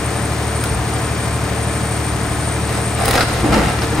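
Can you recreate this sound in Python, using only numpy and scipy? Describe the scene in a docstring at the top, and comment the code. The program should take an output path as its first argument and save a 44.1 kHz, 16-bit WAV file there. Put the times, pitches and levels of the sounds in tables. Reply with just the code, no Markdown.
"""A car shell drops into a baler

A diesel-driven hydraulic pump drones in a steel hall, with a thin valve whistle on top.
A grab lets go of a car shell: its claws snap and scrape over the buckling roof, and the shell
drops into the baler's steel box with hollow booms and a crunch of sheet metal."""
import sys
import numpy as np
from scipy import signal
from scipy.fft import rfft, irfft, next_fast_len
from scipy.io import wavfile
from scipy.ndimage import uniform_filter1d, map_coordinates

SR = 44100
rng = np.random.default_rng(int(sys.argv[2]) if len(sys.argv) > 2 else 0)


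def store_pcm(level_fs):
    """Save levels as 16-bit WAV."""
    pcm = np.round(np.clip(level_fs, -1, 1) * 32767).astype(np.int16)
    wavfile.write(sys.argv[1], SR, np.atleast_2d(pcm).T)


N = 176400
T = np.arange(N) / SR


def amp(db):
    """Turn decibels into a gain."""
    return 10 ** (np.asarray(db) / 20)


def unit(x):
    """Scale a signal to an average (rms) level of 1."""
    return x / np.sqrt(np.mean(x ** 2) + 1e-20)


def along(table, hz):
    """Read between the rows of a (freq_hz, value) table, on a log frequency scale."""
    freqs, values = np.transpose(table)
    return np.interp(np.log(hz + 1), np.log(freqs + 1), values)


def wobble(rate):
    """A smooth random curve through `rate` new values a second."""
    knots = rng.standard_normal(2048)
    return np.interp(T, T[::32], map_coordinates(knots, [T[::32] * rate], mode="wrap"))


def filtered(x, response):
    """Scale each frequency of x by response(hz)."""
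    size = next_fast_len(N + SR // 2)
    return irfft(rfft(x, size) * response(np.fft.rfftfreq(size, 1 / SR)), size)[..., :N]


def burst(start_s, rise_s, fade_s, hold_s=0):
    """A loudness curve that rises, holds, then falls 60 dB in fade_s."""
    age = np.maximum(T - start_s, 0)
    return (1 - np.exp(-age / rise_s)) * amp(-60 * np.maximum(age - hold_s, 0) / fade_s)


# How alike left and right sound: freq_hz, likeness (0 to 1)
STEREO_LIKENESS = [(60, .99), (130, .975), (260, .88), (600, .74), (1500, .64), (4000, .54), (9000, .7),
                   (15000, .68)]
def spread(pair, colour):
    """Shape two unrelated signals by a tone colour into stereo of level 1, near mono in the bass."""
    def response(hz):
        angle = np.arccos(np.clip(along(STEREO_LIKENESS, hz), -1, 1)) / 2
        return amp(along(colour, hz)) * [np.cos(angle), np.sin(angle)]
    mid, side = filtered(pair, response)
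    return unit(np.array([mid + side, mid - side]))


def noise(colour):
    """Stereo noise of level 1 with the given tone colour."""
    return spread(rng.standard_normal((2, N)), colour)


# How long the hall echoes: freq_hz, fade_s
HALL_FADES = [(100, 0.13), (1000, 0.25), (4000, 0.93), (12000, 0.21)]
def hall(x):
    """The hall's echo, each frequency dying away at its own speed."""
    hz, t, spectrum = signal.stft(rng.standard_normal((2, SR)), SR, nperseg=256)
    fade = amp(-60 * t / along(HALL_FADES, hz)[:, None])
    tail = signal.istft(spectrum * fade, SR, nperseg=256)[1]
    return signal.fftconvolve(x, tail / np.linalg.norm(tail[0]), axes=1)[:, :N]


CYCLE_HZ = 12.505  # four-stroke engine cycles a second
def throb(depth):
    """A gain that pulses in step with the engine's crank."""
    angle = 2 * np.pi * CYCLE_HZ * T
    return 1 + depth * (np.sin(3 * angle) + .7 * np.sin(2 * angle) + .6 * np.sin(6 * angle))


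# Tone colours of the machine noise and the hall's rumble: freq_hz, gain_db
DIN_COLOUR = [(100, -16), (170, -1.5), (235, -4.5), (440, -5.5), (510, -11.5), (700, -7.5), (950, -9.5),
              (1250, -11), (2200, -14.5), (3000, -18.5), (5000, -21), (7000, -22.5), (9400, -34),
              (11000, -30.5), (13500, -33.5), (15500, -40)]
RUMBLE_COLOUR = [(25, -37), (42, -21), (56, 15), (90, 13.5), (130, 11), (190, -3), (300, -48)]
def din():
    """Broad machine noise that throbs with the engine, over the hall's rumble."""
    level_db = -25 + .3 * wobble(10)
    return amp(level_db) * throb(depth=.056) * noise(DIN_COLOUR) + amp(-33.5) * noise(RUMBLE_COLOUR)


# The engine's firing tones: multiple (of CYCLE_HZ), level_db
FIRING_TONES = [(6, -27), (9, -26), (10, -31.5), (11, -44.5), (12, -32.5), (16, -40.5), (24, -40.5)]
# Outline of its higher overtones: freq_hz, level_db
OVERTONES = [(220, -46.5), (310, -45.5), (440, -46), (540, -51.5), (720, -51), (950, -53.5), (1250, -54),
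             (2000, -57.5), (2500, -62)]
def engine():
    """The diesel's firing makes strong low tones and a buzz of overtones that repeats every cycle."""
    firing_s = .076  # moment of one strong firing
    cycles = CYCLE_HZ * (T - firing_s) + .0006 * wobble(4.06)
    low = sum(amp(db + .4 * wobble(4.77)) * np.sin(2 * np.pi * multiple * cycles)
              for multiple, db in FIRING_TONES)
    multiples = np.arange(17, 200)
    count = len(multiples)
    sizes = amp(along(OVERTONES, multiples * CYCLE_HZ) + 2.5 * rng.standard_normal(count))
    phases = 2 * np.pi * rng.random(count) + .45 * rng.standard_normal((2, count))  # left, right
    one_cycle = np.arange(4096) / 4096
    waves = sizes[:, None] * np.sin(2 * np.pi * multiples[:, None] * one_cycle + phases[..., None])
    buzz = np.array([np.interp(cycles, one_cycle, side, period=1) for side in waves.sum(axis=1)])
    return np.sqrt(2) * (low + buzz)


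# The pump's piston and gear tones: pitch_hz, level_db
PUMP_TONES = [(192.6, -34), (450.3, -32.5), (576, -40.5), (673.6, -36), (726, -39.5), (898.7, -41.5),
              (1049.5, -38.5), (1213, -48), (1292, -42), (1738, -41.5), (2390, -42)]
def pump():
    """Piston and gear tones drift with the shaft's speed and waver on their way through the hall."""
    out = np.zeros((2, N))
    shaft_s = T + .00051 * np.cumsum(wobble(5.94)) / SR
    for hz, db in PUMP_TONES:
        rate = 3 + hz / 120
        scatter = np.array([wobble(rate) + 1j * wobble(rate) for _ in range(3)])  # both, left, right
        waver = 1 + .17 * (scatter[0] + .9 * scatter[1:])
        tone = np.exp(2j * np.pi * (hz * shaft_s + rng.random()))
        out += amp(db) * np.real(waver * tone)
    return out


# How the whistle swells and sinks: time_s, level_db
WHISTLE_SWELL = [(0, -34), (1.5, -32.5), (1.9, -33), (2.6, -31.5), (3.15, -31), (3.35, -35.5), (4, -37)]
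# Tone colour of its hiss: freq_hz, gain_db
WHISTLE_COLOUR = [(7000, -29.5), (7800, 1.5), (8250, -12), (8660, 1.5), (8800, 6.5), (8930, 14),
                  (9090, -8.5), (9550, -5), (10500, -58)]
def valve():
    """Oil rushing through a valve makes a narrow, fluttering hiss around a thin tone."""
    pitch_hz, flutter_db = 8841, 1.8
    level_db = np.interp(T, *np.transpose(WHISTLE_SWELL)) + flutter_db * unit(wobble(14) + wobble(63))
    tone = np.sqrt(2) * np.sin(2 * np.pi * pitch_hz * T + .15 * wobble(3.55))
    return amp(level_db) * throb(depth=.017) * (noise(WHISTLE_COLOUR) + amp(-12) * tone)


# How much louder the machine is on the left: freq_hz, difference_db
LEFT_LOUDER = [(40, -0.2), (120, 2), (250, 2), (500, 3.5), (1000, 1.4), (2000, 3.5), (4000, 5), (8000, 2.5),
               (15000, -2.5)]
# How far its waves are ahead on the left: freq_hz, lead_radians
LEFT_AHEAD = [(60, 0), (430, .04), (1400, .1), (3200, 1.1), (5200, .9), (8800, 0), (12000, .3)]
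def to_the_left(hz):
    """Left and right filter gains that place the machine a little to the left."""
    share = np.array([[.5], [-.5]])
    return amp(along(LEFT_LOUDER, hz)) ** share * np.exp(1j * along(LEFT_AHEAD, hz) * share)


# The heavy shell shifting and landing: start_s, level_db
FLOOR_BOOMS = [(0.698, -18), (2.11, -27), (2.26, -21), (2.67, -31), (2.77, -29), (3.031, -20), (3.251, -29),
               (3.369, -18), (3.479, -13), (3.575, -15), (3.761, -27), (3.97, -16)]
def booms():
    """The floor of the steel box swings with a deep note under the shifting weight."""
    out = np.zeros(N)
    for start, db in FLOOR_BOOMS:
        pitch_hz = 55.7 * (1 + rng.normal(0, .04))
        tone = np.sqrt(2) * np.sin(2 * np.pi * pitch_hz * (T - start))
        out += amp(db) * burst(start, rise_s=.024, fade_s=.51) * tone
    return out


# Notes the body panels ring at: pitch_hz, width_hz, gain_db
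PANEL_NOTES = [(455, 12, -2), (523, 65, -6.5), (733, 150, -1), (1175, 70, -2.5), (1326, 27, 5),
               (1406, 68, -7), (1610, 31, -1), (1860, 210, -7), (2730, 17, -14), (3870, 410, -8.5),
               (4980, 300, -3)]
def sheet_metal(force, colour):
    """Many tiny slips and a smooth friction hiss, as strong as the force, ring the body panels."""
    def ringing(hz):
        return 1 + amp(9) * sum(amp(db) * 1j * hz * width / (pitch ** 2 - hz ** 2 + 1j * hz * width)
                                for pitch, width, db in PANEL_NOTES)
    slips_per_s = 2600
    slips = unit((rng.random(N) < slips_per_s / SR) * rng.standard_normal((2, N)))
    hiss = .38 * rng.standard_normal((2, N))
    panels = filtered((slips + hiss) * force, ringing)
    return spread(panels, colour) * np.sqrt(np.mean(force ** 2))


# Sharp snaps of metal under the claws: start_s, level_db
CLAW_SNAPS = [(0.638, -15), (1.9566, -34), (3.0555, -10.5), (3.081, -13), (3.087, -17), (3.109, -8),
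              (3.1382, -15), (3.154, -17), (3.178, -20), (3.206, -19)]
# Roof and sides scraping, and panels groaning under load: start_s, length_s, level_db
BODY_SCRAPES = [(0.645, 0.018, -25), (2.682, 0.11, -26.5), (2.968, 0.12, -22.5), (3.071, 0.047, -22),
                (3.124, 0.11, -16), (3.27, 0.142, -24), (3.819, 0.025, -20.5)]
PANEL_GROANS = [(0.738, 0.33, -33), (2.98, 0.061, -22), (3.162, 0.019, -18)]
# Tone colours of these three sounds: freq_hz, gain_db
SNAP_TONE = [(200, -16), (700, 13.5), (2000, 5), (5000, 5), (7000, -1), (9500, 11.5), (12000, 1.5),
             (15500, 3)]
SCRAPE_TONE = [(120, 7), (300, 9.5), (750, 0), (1350, -4.5), (2600, -2), (4300, -8.5), (5500, -12.5),
               (7000, -11.5), (10000, -12), (12000, -12), (15000, -34)]
GROAN_TONE = [(300, -23), (440, -8), (560, -8), (740, 0.5), (900, -14), (1100, -5), (1330, -14),
              (1700, -11), (2400, -39)]
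def claws():
    """The claws snap over edges; the shell scrapes on steel and its roof groans."""
    snaps = sum(amp(db) * burst(start, rise_s=.00033, fade_s=.026) for start, db in CLAW_SNAPS)
    drag = sum(amp(db) * burst(start, rise_s=.005, fade_s=.059, hold_s=length)
               for start, length, db in BODY_SCRAPES)
    strain = sum(amp(db) * burst(start, rise_s=.0099, fade_s=.18, hold_s=length)
                 for start, length, db in PANEL_GROANS)
    return snaps * noise(SNAP_TONE) + sheet_metal(drag, SCRAPE_TONE) + sheet_metal(strain, GROAN_TONE)


# Panels giving way: start_s, level_db, pitch_hz
DENTS = [(0.639, -27.5, 1410), (3.109, -20, 1937), (3.139, -20, 1222), (3.154, -18, 1856),
         (3.1767, -14, 1394), (3.191, -24, 1288), (3.2066, -11.5, 1295), (3.2126, -24, 1290),
         (3.226, -26, 1460), (3.5267, -17.5, 1280), (3.539, -16, 796), (3.5796, -19, 1198),
         (3.645, -31, 1600), (3.681, -28, 1410), (3.7862, -25.5, 1286), (3.8186, -24, 1540)]
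# Tone colour of the crack: freq_hz, gain_db
CRACK_TONE = [(250, -14), (700, 0), (1400, 3.5), (2100, -1), (3000, -6), (4200, -3), (5400, -3),
              (6600, -19), (10000, -20), (15000, -40)]
# Notes in a dent's ring: multiple (of its pitch), gain_db
DENT_NOTES = [(1, 0), (1.14, -7), (3.5, -11)]
def buckles():
    """A panel gives way with a hard crack and rings briefly, its pitch sagging as the dent spreads."""
    rise_s, sag_per_s = .0004, .2
    cracks = sum(amp(db) * burst(start, rise_s, fade_s=.035, hold_s=.004) for start, db, _ in DENTS)
    out = cracks * noise(CRACK_TONE)
    for start, db, hz in DENTS:
        age = T - start
        cycles = hz * age * (1 - sag_per_s * age / 2)
        ring = sum(amp(gain_db) * np.sin(2 * np.pi * (multiple * cycles + rng.random()))
                   for multiple, gain_db in DENT_NOTES)
        out += amp(db) * burst(start, rise_s, fade_s=.13) * ring
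    return out


BLOW_RISE_S = .0031
# Hollow notes of the whole shell: pitch_hz, gain_db, fade_s
SHELL_NOTES = [(154, -2, .25), (198, -4, .2), (230.5, -1, .17), (309.6, -2, .26), (477, -4, .26)]
def shell_ring(start, db, centre_hz):
    """One blow rings the hollow shell; where it lands favours the notes near centre_hz."""
    out = np.zeros(N)
    for hz, gain_db, fade_s in SHELL_NOTES:
        octaves_away = abs(np.log2(hz / centre_hz))
        level_db = db + gain_db - 12 * octaves_away + rng.normal(0, 1)
        tone = np.sin(2 * np.pi * hz * (1 + rng.normal(0, .023)) * (T - start))
        out += amp(level_db) * burst(start, BLOW_RISE_S, fade_s) * tone
    return out


# The shell hitting the box: start_s, thud_db, crunch_db, centre_hz
SHELL_BLOWS = [(3.43, -12, -25, 310), (3.444, -11.5, -27, 310), (3.503, -11.5, -23, 190),
               (3.523, -15, -19, 310), (3.534, -5.5, -26, 230), (3.574, -15, -25.5, 300),
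               (3.631, -22, -25, 170), (3.67, -22, -27, 400), (3.922, -16, -30, 400),
               (3.974, -14.5, -24.5, 270)]
# Tone colours of the thud and the crunch: freq_hz, gain_db
THUD_TONE = [(70, -18), (150, -2), (220, -3.5), (330, -6), (480, -9.5), (900, -11.5), (2000, -73)]
CRUNCH_TONE = [(200, -1), (500, 2), (850, 5.5), (1400, 1.5), (2600, 3), (5000, -12.5), (7500, -7.5),
               (10000, -8.5), (15000, -24)]
def landing():
    """Each blow against the box thuds in the hollow shell and crumples its panels."""
    ring = sum(shell_ring(start, db, hz) for start, db, _, hz in SHELL_BLOWS)
    thud = sum(amp(db) * burst(start, BLOW_RISE_S, fade_s=.46) for start, db, _, _ in SHELL_BLOWS)
    crunch = sum(amp(db) * burst(start, BLOW_RISE_S, fade_s=.48) for start, _, db, _ in SHELL_BLOWS)
    return amp(1.5) * ring + amp(-8) * thud * noise(THUD_TONE) + sheet_metal(crunch, CRUNCH_TONE)


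def scene():
    """The machine drones a little to the left; the car, straight ahead, echoes in the hall."""
    machine = filtered(engine() + pump() + din() + valve(), to_the_left)
    car = (claws() + buckles() + landing()) * amp([[.16], [-.16]])
    return machine + car + amp(-9) * hall(car) + booms()


def gain_control(x):
    """Loud sound turns the volume down quickly; it creeps back slowly."""
    threshold_db, share_removed, recovery_db_per_s = -14, .5, 13.5
    power = uniform_filter1d(np.mean(x ** 2, axis=0), size=1500)
    excess_db = np.maximum(10 * np.log10(abs(power) + 1e-9) - threshold_db, 0)
    recovery_db = recovery_db_per_s * T
    cut_db = np.maximum.accumulate(share_removed * excess_db + recovery_db) - recovery_db
    return x * amp(-cut_db)


def record(dry):
    """Turn down loud moments, round off the peaks and cut the highest treble."""
    held = gain_control(dry)
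    rounded = held / (1 + abs(held / .85) ** 6) ** (1 / 6)
    return filtered(rounded, lambda hz: hz < 15750)


dry = scene()
out = record(dry)
store_pcm(out)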